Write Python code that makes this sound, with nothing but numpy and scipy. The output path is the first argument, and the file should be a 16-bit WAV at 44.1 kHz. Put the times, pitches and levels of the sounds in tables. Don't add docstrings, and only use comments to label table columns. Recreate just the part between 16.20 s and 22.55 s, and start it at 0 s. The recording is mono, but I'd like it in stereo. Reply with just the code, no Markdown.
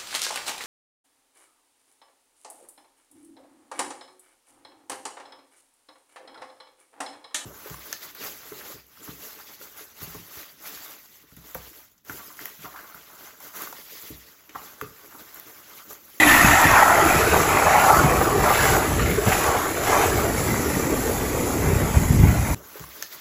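import sys
import numpy as np
from scipy import signal
from scipy.fft import rfft, irfft, next_fast_len
from scipy.io import wavfile
from scipy.ndimage import uniform_filter1d, map_coordinates

SR = 44100
rng = np.random.default_rng(int(sys.argv[2]) if len(sys.argv) > 2 else 0)


def wrap_up_sound(samples):
    columns = np.atleast_2d(samples).T
    tamed = np.clip(columns, -1, 1)
    steps = np.round(tamed * 32767).astype(np.int16)
    wavfile.write(sys.argv[1], SR, steps)


N = 279902

# frequency in Hz, relative gain in dB.
OUTDOORS_SPECTRUM = [(100, -5), (300, -3), (600, 7), (1500, -17), (3000, -38), (8000, -45)]
# time in seconds, relative level in dB.
BREEZE_STRENGTH = [(0, -30), (.68, -32.5), (1.13, -23.5), (1.33, -29), (2.1, -27), (3.45, -34.5),
                   (4.0, -25.5), (5.2, -28), (5.45, -23.5), (6.0, -21.5), (6.35, -20)]
# start in seconds, length in seconds, lift in dB.
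GUST_LIFTS = [(0.21, 0.08, 10), (0.437, 0.061, 9.5), (.78, 0.16, 4), (1.765, 0.19, 5.5),
              (2.138, 0.061, 6.5), (2.38, 0.17, 5.5), (2.673, 0.22, 9), (3.047, 0.08, 8.5),
              (5.433, 0.097, 1.5), (5.75, 0.03, 5.5), (5.892, 0.18, 7.5)]
GUST_ATTACK_S, GUST_RELEASE_S = 0.019, 0.12
# frequency in Hz, relative gain in dB.
RUMBLE_SPECTRUM = [(15, -46), (28, -33), (45, -1.5), (72, 2.5), (108, -0.5), (165, -3), (260, -11.5),
                   (400, -23.5), (900, -72)]
# frequency in Hz, gain in dB.
WIND_SIDE_GAIN = [(40, -14), (100, -10), (200, -6.5), (400, -2)]
# time in seconds, relative level in dB, pitch in Hz.
EDDY_HITS = [(0.248, -2.5, 168), (0.457, -4.5, 124), (0.965, -9, 154), (1.848, -2, 164), (1.862, -7, 136),
             (1.922, -14, 140), (2.509, -13, 64.6), (2.776, -12, 75.4), (3.075, -6.5, 155),
             (3.084, -8.5, 131), (4.571, -6, 185), (5.476, -6, 85), (5.535, -3.5, 110), (5.567, -4.5, 74.5),
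             (5.774, 1, 70), (5.859, -3, 69), (5.91, -1.5, 90), (5.948, -2, 119), (6.012, -2, 80),
             (6.039, 2.5, 124), (6.093, -4, 72.7), (6.2, -6, 80), (6.315, -7, 80)]

# time in seconds, relative level in dB.
CHURN_LEVEL = [(0, -20), (.37, -25.5), (.9, -24), (1.25, -24), (1.5, -31.5), (1.85, -25), (2.2, -25),
               (2.35, -29.5), (2.55, -26), (2.95, -27.5), (3.5, -29), (3.98, -24), (4.2, -29), (4.45, -27),
               (5.5, -27.5), (6.35, -40.5)]
# frequency in Hz, relative gain in dB.
SHALLOW_COLOUR = [(88, -34), (150, -9), (220, -2), (319, -6), (468, -12), (738, -2.5), (1150, -8),
                  (1340, -5.5), (1620, -7), (1860, -9), (2890, -10.5), (4500, -3), (5850, -54),
                  (9900, -120)]
RISING_COLOUR = [(88, -35), (150, 1), (243, -18), (496, -16), (793, 2.5), (996, -3), (1320, -8.5),
                 (1620, -3.5), (2060, -10), (3340, -13.5), (4500, -14), (5850, -58), (9900, -120)]
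DEEP_COLOUR = [(88, -35), (150, -34), (260, -7), (330, -0.5), (436, 3), (540, -10), (588, -2), (793, -2.5),
               (954, -4), (1160, -6.5), (2500, -14), (3430, -16), (4500, -6.5), (5850, -52), (9900, -120)]
FOAMY_COLOUR = [(200, 5.5), (300, 0), (410, 0.5), (550, -4), (850, -2.5), (1250, -10.5), (1750, -20),
                (2300, -20.5), (2700, -22.5), (3300, -33), (4500, -54)]
# centre in Hz, half-width in Hz, height in dB.
AIR_RESONANCES = [
    [(300, 42, 15.5), (470, 69, -2), (820, 140, -3), (1350, 41, 5), (1660, 92, -3), (1800, 47, 10),
     (1950, 120, 9), (2350, 50, 0), (2564, 120, 10)],
    [(815, 87, -1), (1324, 48, 9.5), (1970, 59, 5.5), (2120, 45, 6), (2370, 61, 9)],
    [(392, 90, -2), (767, 26, 5), (1164, 60, 5), (1330, 48, 2.5), (1590, 35, -1.5), (2250, 58, 1.5),
     (2550, 22, 5)],
    [(380, 46, -0.5), (805, 87, -0.5), (1150, 20, 6), (1540, 100, -1), (1990, 140, 6), (2340, 61, 3.5)],
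]
# time in seconds, stage from 0 (shallow) to 3 (foamy).
FILL_STAGE = [(0, 0), (.75, 1), (1.35, 2.5), (1.95, 2.5), (2.3, 2), (3.8, 1.5), (4.2, 3), (6.35, 3)]
# start in seconds,
# length in seconds, change of the splash in dB, of the spatter in dB, of the spray in dB.
JET_PLUNGES = [(0.02, 0.3, 4.5, 2, 4.5), (0.35, 0.17, 5, 3.5, 4), (0.512, 0.28, 6.5, 1.5, 3),
               (0.828, 0.39, 2.5, 2.5, 4), (1.25, 0.71, 6.5, 2.5, 2.5), (1.39, 0.29, 3.5, 3.5, 1),
               (1.56, 0.23, 1.5, 0, 2), (2.02, 0.19, 4, 0.5, 1), (2.19, 0.4, 9, 4.5, 3),
               (2.28, 0.21, -1, 4.5, 3), (2.75, 0.17, -5.5, 4, 0), (3.02, 0.17, 4, 7.5, 5),
               (3.2, .17, 8.5, 4.5, 2), (3.47, 0.038, -4, 2.5, 0), (3.61, 0.22, 9.5, 8.5, 4.5),
               (3.91, 0.082, 6.5, 5, 2), (4.116, 0.44, 0, 2.5, 1.5), (4.7, 0.23, 1, 0, 1),
               (5.4, 0.26, 2, 3, -0.5), (5.79, .04, -2, 1, -1), (5.98, 0.25, 1, 2, -1)]
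PLUNGE_ATTACK_S, PLUNGE_RELEASE_S = 0.075, 0.13
# start in seconds, length in seconds, lift of the splash in dB,
# of the spatter in dB, relative level of the impact in dB, its nominal pitch in Hz.
SLUG_SLAPS = [(1.131, 0.041, 5, 1, -15, 1000), (1.698, 0.027, 2, -4, -11, 1200),
              (2.013, 0.007, 4, 4, -6, 790), (2.304, 0.014, 7, -4, -9, 780),
              (2.453, .008, 6.5, -1, -11, 700), (2.567, .008, -2, -5, -11, 886),
              (2.794, 0.03, 3, 6, -15, 1900), (2.923, .005, -8, -3, -18, 447),
              (3.061, 0.0096, 6.5, 4, -16, 706), (3.117, 0.022, 4, 3, -18, 1210),
              (3.262, 0.035, 2.5, -1.5, -13, 750), (3.35, .015, 3, 0, -17, 800),
              (3.672, 0.0086, 3, 2.5, -14, 1190), (3.742, 0.01, 2.5, 2.5, -13, 1000),
              (3.824, 0.022, 3.5, 1.5, -16, 1000), (5.151, 0.025, 3, -2, -25, 890),
              (5.482, 0.023, 3, 2, -22, 900), (5.742, 0.022, 6, 3.5, -20, 980),
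              (6.295, 0.0091, 1.5, 1, -24, 1010)]
SLAP_ATTACK_S, SLAP_RELEASE_S = 0.003, 0.017
# start in seconds, length in seconds,
# relative level in dB, nominal pitch in Hz.
POCKET_GULPS = [(0.05, 0.24, -13, 315), (0.422, 0.14, -5.5, 1800), (0.504, 0.093, -6, 1060),
                (0.618, .03, -9.5, 780), (0.706, .03, -11, 1410), (0.822, 0.086, -10.5, 327),
                (.94, 0.15, -10, 1330), (1.67, 0.069, -7, 802), (1.69, 0.084, -5, 1332),
                (1.783, 0.017, -10, 1350), (1.9, 0.056, -13, 478), (2.116, 0.074, -9, 398),
                (2.268, .06, -10.5, 1210), (2.389, 0.078, -11, 1574), (2.676, .1, -14, 266),
                (2.974, 0.028, -11, 415), (3.29, 0.091, -13, 477), (3.722, 0.075, -11, 1160),
                (3.78, 0.11, -14, 425), (4.042, .05, -14, 638), (4.835, 0.081, -15, 437),
                (5.478, 0.055, -15, 370), (5.616, 0.026, -18, 350)]
# frequency in Hz, relative gain in dB.
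HISS_GAIN = [(2400, -7.5), (3200, -2), (4000, -4.5), (5000, -6), (6200, -2.5), (6750, -0.5), (7020, 3.5),
             (7250, 1.5), (8000, -1), (9000, -0.5), (11000, 0.5), (13000, 0), (14900, -1.5)]
HEAVE_SHARE, HEAVE_RATE = .012, 5

# frequency in Hz, left-right phase in half turns.
PORT_PHASE = [(1850, 0), (3400, .75), (4300, .55), (5200, -.3), (6400, 0), (7750, 0), (8400, -1),
              (9500, -1), (10500, -2), (11550, -2), (13000, -3), (13600, -3), (14700, -4)]
# frequency in Hz, likeness from 0 to 1.
PORT_LIKENESS = [(250, 0.52), (450, 0.33), (750, 0.69), (1200, 0.8), (1700, 1), (2700, 0.5), (3600, 0.27),
                 (4500, 0), (5400, 0.6), (6600, 0.98), (7500, 0.88), (8400, 1)]
# frequency in Hz, left minus right in dB.
PORT_BALANCE = [(300, -0.5), (550, -2), (850, -5), (1200, -4), (1600, -0.5), (2100, -3), (3000, 1),
                (3800, 3), (4500, 5.5), (5400, 3.5), (6500, -0.5), (9000, 0), (15000, 0)]
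TOP_HZ = 15100


def amp(db):
    return 10 ** (np.asarray(db) / 20)


def unit(x):
    return x / np.sqrt(np.mean(x ** 2) + 1e-20)


def along(points, hz):
    f, v = np.transpose(points)
    return np.interp(np.log(hz + 1), np.log(f + 1), v)


def curves(rows):
    s, *cols = np.transpose(rows)
    return [np.interp(np.arange(N) / SR, s, c) for c in cols]


def wobble(rate):
    knots = rng.standard_normal(int(N * rate / SR) + 4)
    return map_coordinates(knots, [np.arange(N) * rate / SR])


def filtered(x, response):
    m = next_fast_len(N + SR // 4, True)
    return irfft(rfft(x, m) * response(np.fft.rfftfreq(m, 1 / SR)), m)[..., :N]


def band(hz, lo_hz, hi_hz, order=6):
    below = 1 + (lo_hz / (hz + 1)) ** (2 * order)
    above = 1 + (hz / hi_hz) ** (2 * order)
    return (below * above) ** -.5


def add(track, s, sound):
    start = max(round(s * SR), 0)
    track[start:start + len(sound)] += sound[:N - start]


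def swell(s, length, attack_s, release_s):
    out = np.zeros(N)
    t = np.arange(int(abs(length + release_s) * SR)) / SR
    rise = t / attack_s
    fall = 1 - (t - length) / release_s
    add(out, s, np.clip(np.minimum(rise, fall), 0, 1))
    return out


def lifts(rows, attack_s, release_s):
    envelopes = np.array([swell(s, length, attack_s, release_s) for s, length, *_ in rows])
    return np.array(rows)[:, 2:].T @ envelopes


def outdoors(level_db=-41):
    noise = rng.standard_normal((2, N))
    return amp(level_db) * unit(filtered(noise, lambda hz: amp(along(OUTDOORS_SPECTRUM, hz))))


def eddies(turns=0.4, level_db=-4.0, low_cut_hz=42):
    out, t = np.zeros(N), np.arange(SR // 8) / SR
    for s, db, hz in EDDY_HITS:
        age = hz * t / turns
        push = (age * np.exp(1 - age)) ** 2
        add(out, s - .5 / hz, amp(db + level_db) * push * np.sin(2 * np.pi * hz * t))
    return filtered(out, lambda hz: band(hz, lo_hz=low_cut_hz, hi_hz=600, order=3))


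def wind(rumble_db=-2, flutter_db=-25, flutter_grows=1.72):
    breeze_db, = curves(BREEZE_STRENGTH)
    gust_db = sum(db * swell(s, length, GUST_ATTACK_S, GUST_RELEASE_S) for s, length, db in GUST_LIFTS)
    strength_db = breeze_db + gust_db
    flow = filtered(rng.standard_normal((2, N)), lambda hz: amp(along(RUMBLE_SPECTRUM, hz)))
    rumble = amp(rumble_db + strength_db) * unit(flow * amp(1.5 * wobble(40)))
    noise = filtered(rng.standard_normal((2, N)), lambda hz: band(hz, lo_hz=169, hi_hz=293, order=4))
    below_peak_db = strength_db - strength_db.max()
    flutter = amp(flutter_db + flutter_grows * below_peak_db) * unit(noise)
    mid, side = rumble + flutter
    side = filtered(side, lambda hz: amp(along(WIND_SIDE_GAIN, hz)))
    return np.array([mid + side, mid - side]) + eddies()


def grains(rate, lo_hz, hi_hz, cycles, scatter_db, rise, size):
    when, pitch, life, strength = rng.random((int(rate * N / SR), 4)).T[:, :, None]
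    hz = lo_hz * (hi_hz / lo_hz) ** pitch
    turns = hz * np.arange(size) / SR
    age = turns / (cycles * (.5 + life))
    gain = amp(-scatter_db * np.log(1 - .99 * strength))
    tone = np.sin(2 * np.pi * turns * (1 + rise * np.minimum(age, 1) / 2))
    ring = gain * hz * np.exp(-age * np.log(1000)) * tone
    where = (when * N).astype(int) + np.arange(size)
    return unit(np.bincount(where.ravel(), ring.ravel(), N)[:N])


def froth(bubbles, wash_db):
    wash = rng.standard_normal((2, N))
    return np.array([unit(bubbles + amp(wash_db) * wash[0]), wash[1]])


def sloshing(x, patchy_db):
    z = signal.stft(x, nperseg=1024)[2]
    field = uniform_filter1d(rng.standard_normal(z.shape[1:]), size=3, axis=0)
    field = uniform_filter1d(field, size=8, axis=1)
    return signal.istft(z * amp(patchy_db * unit(field)), nperseg=1024)[1][:, :N]


def heaving(pair):
    clock = (np.arange(N) + np.cumsum(HEAVE_SHARE * wobble(HEAVE_RATE))) % N
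    return np.array([np.interp(clock, np.arange(N), x) for x in pair])


def smothered(covered_db, bare_db, cover_s):
    return covered_db + bare_db * np.exp(-np.arange(N) / SR / cover_s)


def in_bucket(source, lo_hz, hi_hz):
    stage, = curves(FILL_STAGE)
    colours = [SHALLOW_COLOUR, RISING_COLOUR, DEEP_COLOUR, FOAMY_COLOUR]
    out = 0
    for k, (colour, modes) in enumerate(zip(colours, AIR_RESONANCES)):
        def response(hz):
            ring_db = sum(db / (1 + ((hz - centre) / width) ** 2) for centre, width, db in modes)
            return amp(along(colour, hz) + ring_db) * band(hz, lo_hz, hi_hz)
        share = np.clip(1 - abs(stage - k), 0, 1)
        out = out + share * unit(filtered(source, response))
    return heaving(out)


def spray(level_db, surge):
    fizz = froth(grains(rate=3000, lo_hz=2980, hi_hz=14700, cycles=1.7, scatter_db=2.0, rise=.1, size=64),
                 wash_db=3.5)
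    hiss = unit(filtered(sloshing(fizz, patchy_db=3.0), lambda hz: amp(along(HISS_GAIN, hz))))
    return amp(level_db + 0.34 * surge + 0.14 * wobble(160) + 0.44 * wobble(12)) * hiss


def droplets(lift_db, grows=2.0):
    level_db = smothered(covered_db=-50, bare_db=6, cover_s=2.1) + grows * lift_db
    ticks = froth(grains(rate=2600, lo_hz=2820, hi_hz=6200, cycles=10, scatter_db=2.2, rise=0.061, size=220),
                  wash_db=-1)
    return amp(level_db) * unit(filtered(ticks, lambda hz: band(hz, lo_hz=2880, hi_hz=6450)))


def gulps(life=0.056, attack=0.0038, rise=0.086, spread=0.057, loss_db=0.5, count=5):
    out, t = np.zeros(N), np.arange(SR // 8) / SR
    for s, length, db, hz in POCKET_GULPS:
        for k, (delay, detune) in enumerate(rng.uniform(-1, 1, (count, 2))):
            bubble_hz = hz * (1 + spread * detune)
            ring = np.sin(2 * np.pi * bubble_hz * t * (1 + rise * t / life / 2))
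            decay = amp(db - loss_db * k - 60 * t / life)
            onset = s + length * (k + delay / 2 * (k > 0)) / count
            add(out, onset, decay * (1 - np.exp(-t / attack)) * ring)
    return np.array([out, np.zeros(N)])


def impacts(life=0.03, attack=0.00073, spread=1.53, detune=0.073, level_db=-4):
    out, t = np.zeros(N), np.arange(SR // 16) / SR
    for s, *_, db, hz in SLUG_SLAPS:
        pitches = hz * np.array([1 / spread, 1, spread]) * (1 + detune * rng.uniform(-0.85, 1, 3))
        ring = sum(np.sin(2 * np.pi * (f * t + rng.random())) * amp(-60 * t * f / hz / life)
                   for f in pitches)
        add(out, s, amp(db + level_db) * (1 - np.exp(-t / attack)) * ring)
    return np.array([out, np.zeros(N)])


def water():
    churn_db, = curves(CHURN_LEVEL)
    splash_lift, spatter_lift, spray_lift = lifts(JET_PLUNGES, PLUNGE_ATTACK_S, PLUNGE_RELEASE_S)
    splash_slap, spatter_slap = lifts([row[:4] for row in SLUG_SLAPS], SLAP_ATTACK_S, SLAP_RELEASE_S)
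    splash_db = smothered(covered_db=-37.5, bare_db=15.0, cover_s=2.4) + splash_lift + splash_slap
    spatter_db = smothered(covered_db=-38.0, bare_db=20.5, cover_s=1.625) + spatter_lift + spatter_slap
    spray_db = smothered(covered_db=-29.0, bare_db=7.0, cover_s=0.56) + spray_lift
    surge = wobble(70)
    patter = wobble(320)

    large = froth(grains(rate=500, lo_hz=193.8, hi_hz=707, cycles=23.6, scatter_db=1.2, rise=0.28, size=2600),
                  wash_db=6)
    middling = froth(grains(rate=2000, lo_hz=453.8, hi_hz=1901, cycles=18, scatter_db=2.8, rise=0.13,
                            size=1100), wash_db=4)
    drops = froth(grains(rate=2400, lo_hz=1219.5, hi_hz=3980, cycles=30, scatter_db=2.6, rise=0.078,
                         size=700), wash_db=2)

    churn = in_bucket(sloshing(large, patchy_db=0.7), lo_hz=238, hi_hz=574)
    churn = amp(churn_db - 1.2 + .5 * wobble(25)) * churn
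    splash = in_bucket(sloshing(middling, patchy_db=2.0), lo_hz=536, hi_hz=1495)
    splash = amp(splash_db + 0.16 * surge + 0.38 * patter) * splash
    spatter = in_bucket(sloshing(drops, patchy_db=3.0), lo_hz=1390, hi_hz=3560)
    spatter = amp(spatter_db + 0.45 * surge + .6 * patter) * spatter
    return churn + splash + spatter + spray(spray_db, surge) + droplets(spray_lift)


def microphones(pair, blur=0.69):
    def spread(hz):
        phase = np.pi * along(PORT_PHASE, hz)
        blurred = blur * np.sin(phase) ** 2 * (hz > PORT_PHASE[4][0])
        alike = along(PORT_LIKENESS, hz) * (1 - blurred)
        turn = np.arccos(np.clip(alike, 0, 1)) / 2
        lean = amp(along(PORT_BALANCE, hz) / 2) * np.exp(.5j * phase)
        left = [np.cos(turn) * lean, np.sin(turn) * lean]
        right = [np.cos(turn) / lean, -np.sin(turn) / lean]
        return np.array([left, right])
    return filtered(pair, spread).sum(axis=1)


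def scene():
    return outdoors() + wind() + microphones(water() + gulps() + impacts())


def record(dry):
    return filtered(np.clip(dry, -1, 1), lambda hz: hz < TOP_HZ)


dry = scene()
out = record(dry)
wrap_up_sound(out)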